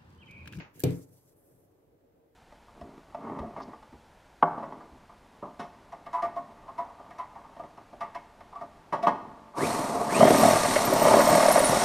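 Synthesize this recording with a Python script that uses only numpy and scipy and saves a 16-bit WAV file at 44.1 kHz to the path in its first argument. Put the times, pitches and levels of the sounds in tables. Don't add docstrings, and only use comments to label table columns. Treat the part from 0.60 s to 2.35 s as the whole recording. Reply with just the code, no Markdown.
import sys
import numpy as np
from scipy import signal
from scipy.fft import rfft, irfft, next_fast_len
from scipy.io import wavfile
from scipy.ndimage import uniform_filter1d, map_coordinates

SR = 44100
rng = np.random.default_rng(int(sys.argv[2]) if len(sys.argv) > 2 else 0)


def level_to_linear(level):
    exponent = np.asarray(level, float) / 20
    return 10 ** exponent


def master_out(mix):
    frames = np.transpose(np.atleast_2d(mix))
    ceiling = np.clip(frames, -1, 1)
    pcm = np.round(ceiling * 32767).astype(np.int16)
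    wavfile.write(sys.argv[1], SR, pcm)


N = 77175
TOP_HZ = 15780


def unit(x):
    return x / np.sqrt(np.mean(x ** 2) + 1e-20)


def along(points, hz):
    f, v = np.transpose(points)
    return np.interp(np.log(hz + 1), np.log(f + 1), v)


def curves(rows):
    s, *cols = np.transpose(rows)
    return [np.interp(np.arange(N) / SR, s, c, left=-140, right=-140) for c in cols]


def wobble(rate_hz):
    knots = rng.standard_normal(int(N * rate_hz / SR) + 4)
    return unit(map_coordinates(knots, [np.arange(N) * rate_hz / SR]))


def sides(left_over_right_db):
    return level_to_linear([[left_over_right_db / 2], [-left_over_right_db / 2]])


def filtered(x, response):
    m = next_fast_len(x.shape[-1] + 8192)
    return irfft(rfft(x, m) * response(np.fft.rfftfreq(m, 1 / SR)), m)[..., :x.shape[-1]]


def resonances(peaks):
    def response(f):
        total = 0
        for k, (hz, width_hz, db) in enumerate(peaks):
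            damping = 1j * f * width_hz
            total = total + (-1) ** k * level_to_linear(db) * damping / (hz * hz - f * f + damping)
        return total
    return response


def rush(spectrum, alike, patchy_db, source=None):
    if source is None:
        source = rng.standard_normal((2, N))
    z = signal.stft(source, nperseg=512)[2]
    field = rng.standard_normal(z.shape[1:])
    field = uniform_filter1d(uniform_filter1d(field, size=6, axis=0), size=10, axis=1)
    pair = signal.istft(z * level_to_linear(patchy_db * unit(field)), nperseg=512)[1][:, :N]

    def mid_side(hz):
        turn = np.arccos(np.clip(along(alike, hz), -1, 1)) / 2
        return level_to_linear(along(spectrum, hz)) * (hz < TOP_HZ) * [np.cos(turn), np.sin(turn)]

    mid, side = filtered(pair, mid_side)
    return unit(np.array([mid + side, mid - side]))


# (hz, t60_s)
ROOM_DECAY = [(80, 0.42), (300, 0.26), (1000, 0.49), (3000, 0.25), (7000, 0.32), (14000, 0.12)]


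def fading(x):
    hz, t, z = signal.stft(x, SR, nperseg=256)
    decay = level_to_linear(-60 * t / along(ROOM_DECAY, hz)[:, None])
    return signal.istft(z * decay, SR, nperseg=256)[1][:, :N]


# (hz, level_db_per_hz)
HUM = [(15, -61.5), (25, -8.5), (96, -6.5), (225, -12), (306, -6.5), (357, -14.5), (450, -4.5), (515, -7.5),
       (2500, -37), (3250, -68), (5500, -120)]
# (hz, width_hz, level_db)
STANDING = [(262, 25, -3.5), (352, 30, 5), (460, 7, 3), (553, 22, -3)]
# (hz, left_right_likeness)
HUM_ALIKE = [(60, 0.19), (240, 0.96), (950, -0.18), (3770, 0.27), (15000, -0.02)]


def fans():
    hum = rush(HUM, HUM_ALIKE, patchy_db=1.8)
    hum = filtered(hum, lambda hz: 1 + abs(resonances(STANDING)(hz)))
    return level_to_linear(-66 + 0.6 * wobble(6)) * unit(hum)


# (hz, level_db_per_hz)
HISS = [(880, -36), (1500, -6.5), (4870, -15), (6060, -16), (9950, -17), (13000, -11), (16000, -12)]


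def hiss():
    return level_to_linear(-83) * rush(HISS, [(1000, 0.1)], patchy_db=-0.1)


# (hz, level_db_per_hz)
EARLIER = [(24, -52), (40, -1), (368, -4.5), (490, -7.5), (701, -11), (890, -9), (1270, -13), (2610, -8),
           (3600, -19.5), (6800, -30), (7600, -54.5), (15600, -85), (22000, -120)]
# (hz, left_right_likeness)
TAIL_ALIKE = [(100, 0.89), (300, 0.58), (600, 0.4), (1500, .05)]


def earlier_knock():
    return level_to_linear(-44.5) * fading(rush(EARLIER, TAIL_ALIKE, patchy_db=1.0))


SPIN_ALIKE = [(1000, 0.41)]  # (hz, left_right_likeness), hand and feet
# (start_s, level_db)
HAND = [
    (.125, -93),
    (.145, -67),
    (.16, -62),
    (.19, -63),
    (.21, -54),
    (.225, -56),
    (.24, -72.5),
]
# (hz, level_db_per_hz)
SKIN = [(800, -30.5), (1500, -7), (2800, -2), (3600, -10.5), (6400, -5), (9000, -9), (12600, -3),
        (16000, -8)]


def hand():
    level_db, = curves(HAND)
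    return level_to_linear(level_db) * rush(SKIN, SPIN_ALIKE, patchy_db=1.5)


# (start_s, level_db, contact_s)
BLOWS = [(0.153, -53.5, 0.0027), (0.173, -54, 0.00067), (0.2358, -21.5, 0.0012), (0.307, -38.5, 0.0015),
         (.392, -50, 0.0021), (.478, -53.5, 0.0052), (.52, -62.5, 0.0014), (0.642, -63.5, 0.0032),
         (0.733, -65.5, 0.0066), (.91, -60.5, 0.0037), (1.009, -70, 0.0041), (1.262, -71, 0.0067)]
# (hz, level_db, t60_s, left_over_right_db, left_lead_ms)
DESK = [(54.5, -24.5, 0.61, -3.5, 0), (102.45, -3.5, 0.4, 2, 0.069), (130.9, 1.5, 0.48, 2, 0),
        (169.7, -4.5, .8, 2, 0.63), (260.9, -7.5, 0.91, 0, -0.22), (280.7, -10, 0.64, 3, -.1),
        (317.2, -15.5, 1, -6.5, -1.1), (340.4, -10.5, 0.4, -0.5, 0.44), (379, 3.5, 0.07, 4, .05),
        (399.3, -7.5, 0.37, 3.5, -0.25), (434.6, -4, 0.21, 2, .1), (487.5, -2, .18, -1, 0.25),
        (612.7, -16, 0.14, 6, 0.19), (694.2, -7.5, 0.058, -7.5, 0.065)]
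SWING = [1, 1, 1, -1, 1, 1, -1, -1, -1, -1, -1, -1, 1, -1]


def desk():
    settle_db_per_s3, build_cycles = 2493.5, 0.88
    t, push, ring = np.arange(N) / SR, np.zeros(N), np.zeros((2, N))
    for start_s, level_db, contact_s in BLOWS:
        u = np.clip((t - start_s) / contact_s, 0, 1)
        push += level_to_linear(level_db) * np.sin(np.pi * u) ** 2 / (contact_s * SR / 2)
    for swing, (hz, level_db, t60_s, left_over_right_db, lead_ms) in zip(SWING, DESK):
        envelope = level_to_linear(level_db - 60 * t / t60_s - settle_db_per_s3 * t ** 3)
        envelope = envelope * (1 - np.exp(-t * hz / build_cycles))
        port_t = t + lead_ms * np.array([[0.5], [-0.5]]) / 1000
        ring += swing * envelope * np.sin(2 * np.pi * hz * port_t) * sides(left_over_right_db)
    return signal.fftconvolve(push[None], ring, axes=1)[:, :N]


SNAP_S = [
    .1952,
    .2024,
    .2363,
    .3062,
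]
# (level_db, length_s, mix: button 0 to body 1, left_over_right_db, trend_db_per_s)
SNAPS = [
    (-37.5, 0.0012, 0.02, -6.5, -900),
    (-32.5, 0.0024, .04, -2, -900),
    (-30, 0.0034, 0.94, 0.5, 298),
    (-47.5, .001, 1, 4, -900),
]
# (hz, width_hz, level_db)
BUTTON = [(1670, 180, -14), (4194, 470, -14.5), (5950, 500, -12), (7350, 300, -3.5), (8660, 860, -13.5),
          (11600, 250, 7), (13700, 400, 0), (14900, 1500, -0.5)]
# (hz, width_hz, level_db)
BODY = [(990, 260, -0.5), (1940, 300, -6.5), (3000, 1500, -5), (4464, 500, 1), (5670, 440, -4),
        (6230, 400, -1.5), (7700, 770, 1), (10200, 1100, -4), (11700, 900, -1.5), (14200, 1500, -2.5)]


def snaps(times_s, rows):
    snap_t60_s, port_top_hz, port_fall = 0.011, 15600, 40
    t, out = np.arange(N) / SR, np.zeros((2, N))
    for start_s, (level_db, length_s, mix, left_over_right_db, trend_db_per_s) in zip(times_s, rows):
        since = t - start_s
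        trend_db = trend_db_per_s * np.clip(since, 0, length_s)
        decay_db = 60 * np.maximum(since - length_s, 0) / snap_t60_s
        shape = (since > 0) * level_to_linear(level_db + trend_db - decay_db)
        burst = shape * rng.standard_normal((2, N)) * sides(left_over_right_db)
        for peaks, share in ((BUTTON, 1 - mix), (BODY, mix)):
            out += np.clip(share, 0, 1) * 2 * filtered(burst, resonances(peaks))
    return filtered(out, lambda hz: 1 / (1 + (hz / port_top_hz) ** port_fall))


# (start_s, pitch_hz, level_db, t60_s, left_over_right_db)
PINGS = [
    (.1955, 1668, -60, .04, 11),
    (.2032, 1668, -50, .04, 11),
    (.2375, 1680, -46, .04, 9),
    (.2366, 2385, -32, .035, -3),
    (.2364, 5060, -38, .018, 0),
    (.2440, 2750, -42, .03, 5),
]


def ping():
    rise_cycles, out = 3, np.zeros((2, N))
    for start_s, pitch_hz, level_db, t60_s, left_over_right_db in PINGS:
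        t = np.maximum(np.arange(N) / SR - start_s, 0)
        envelope = level_to_linear(level_db - 60 * t / t60_s) * (1 - np.exp(-t * pitch_hz / rise_cycles))
        out += envelope * np.sin(2 * np.pi * pitch_hz * t) * sides(left_over_right_db)
    return out


# (start_s, level_db, mix: button 0 to body 1, left_over_right_db)
RATTLES = [
    (.2108, -53, .1, 0),
    (.2150, -59, 0.79, -2.5),
    (0.22, -50.5, .6, -4.5),
    (0.2441, -48, 0.83, -0.5),
    (0.2455, -46, .6, 6),
    (.2515, -54, .5, -5.5),
]


def rattles():
    rows = [(level_db, 0.00085, mix, pan_db, 0) for _, level_db, mix, pan_db in RATTLES]
    return snaps([row[0] for row in RATTLES], rows)


# (hz, level_db_per_hz)
SLAP = [(400, -14), (750, -1.5), (1300, -6), (2200, -0.5), (4000, -6), (7000, -20), (12000, -12),
        (16000, -18)]


def slap():
    pulse = level_to_linear(-5) * (np.arange(N) == round(0.2364 * SR))
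    return filtered(pulse, lambda hz: level_to_linear(along(SLAP, hz)))


def room(x):
    wall_s = 0.006
    tail = fading(rush([(100, 0)], TAIL_ALIKE, patchy_db=1.5))
    delayed = np.pad(x, (round(wall_s * SR), 0))
    return signal.fftconvolve(delayed[None], tail / np.linalg.norm(tail[0]), axes=1)[:, :N]


def fibres():
    plucks_per_s, spread_db = 14000, 1.2
    hits = rng.random((2, N)) < plucks_per_s / SR
    return hits * rng.standard_normal((2, N)) * level_to_linear(spread_db * rng.exponential(size=(2, N)))


# (start_s, level_db, dull_drag_db)
SPIN = [(.24, -66.5, -6), (.3, -63.5, 1), (.345, -64, 2.5), (.38, -63.5, -5), (.405, -67.5, 0),
        (.425, -64.5, 1), (.445, -72, 2), (.46, -75.5, -2), (.495, -72.5, -3), (.52, -69, -5),
        (.56, -68.5, -3.5), (.63, -74.5, -4), (.7, -73, -1.5), (.745, -79.5, -3), (.78, -72, -15),
        (.88, -72, -8.5), (.96, -75.5, -8), (1.0, -75, -8.5), (1.1, -84.5, -4), (1.2, -89.5, 0),
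        (1.35, -100, -5.5)]
# (hz, level_db_per_hz)
FIZZ = [(5000, -31.5), (8000, -7), (10000, -4), (12000, 1.5), (14000, -3), (16000, -6.5)]
# (hz, level_db_per_hz)
DRAG = [(1500, -12.5), (4000, -7), (6200, 0.5), (7000, -2.5), (8300, 0.5), (10000, -13.5), (14000, -34)]
# (hz, level_db_per_hz)
RUMBLE = [(60, -28), (110, -9), (170, 1), (220, -7.5), (300, -2.5), (550, -2), (1200, -16), (3000, -45.5)]


def spin():
    level_db, drag_db = curves(SPIN)
    fizz = rush(FIZZ, SPIN_ALIKE, patchy_db=1.5, source=fibres())
    drag = level_to_linear(-1.5 + drag_db) * rush(DRAG, SPIN_ALIKE, patchy_db=1.5, source=fibres())
    rumble_db = -73.5 + 0.096 * (level_db + 70.5)
    rumble = level_to_linear(rumble_db) * rush(RUMBLE, TAIL_ALIKE, patchy_db=3.0)
    return level_to_linear(level_db + 1.2 * wobble(59)) * (fizz + drag) + rumble


def drone():
    pitch_hz, level_db, start_s, end_s = 98.2, -71.5, 0.93, 1.47
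    t = np.arange(N) / SR
    swell = np.sin(np.pi * np.clip((t - start_s) / (end_s - start_s), 0, 1)) ** 0.5
    tone = np.sin(2 * np.pi * pitch_hz * t + 0.36 * wobble(11.0))
    return level_to_linear(level_db + 2.3 * wobble(9.7)) * swell * tone


def scene():
    walls_from_hz, desk_room_db, snap_room_db = 340, -6, -25
    background = fans() + hiss() + earlier_knock() + drone()
    wood, shell = desk(), snaps(SNAP_S, SNAPS)
    upper = filtered(wood[0], lambda hz: (1j * hz / (walls_from_hz + 1j * hz)) ** 2)
    walls = room(level_to_linear(desk_room_db) * upper + level_to_linear(snap_room_db) * shell[0] + slap())
    return background + hand() + wood + shell + ping() + rattles() + walls + spin()


def band_limit(x):
    return signal.sosfilt(signal.butter(12, 16640, fs=SR, output="sos"), x)


def record(dry):
    low_cut_hz, port_lag_s = 18, 0.0001

    def ports(hz):
        lag = np.exp(1j * np.pi * hz * port_lag_s * np.array([[1], [-1]]))
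        return (1j * hz / (low_cut_hz + 1j * hz)) ** 2 * lag

    mix = filtered(dry, ports)
    return band_limit(mix)


dry = scene()
out = record(dry)
master_out(out)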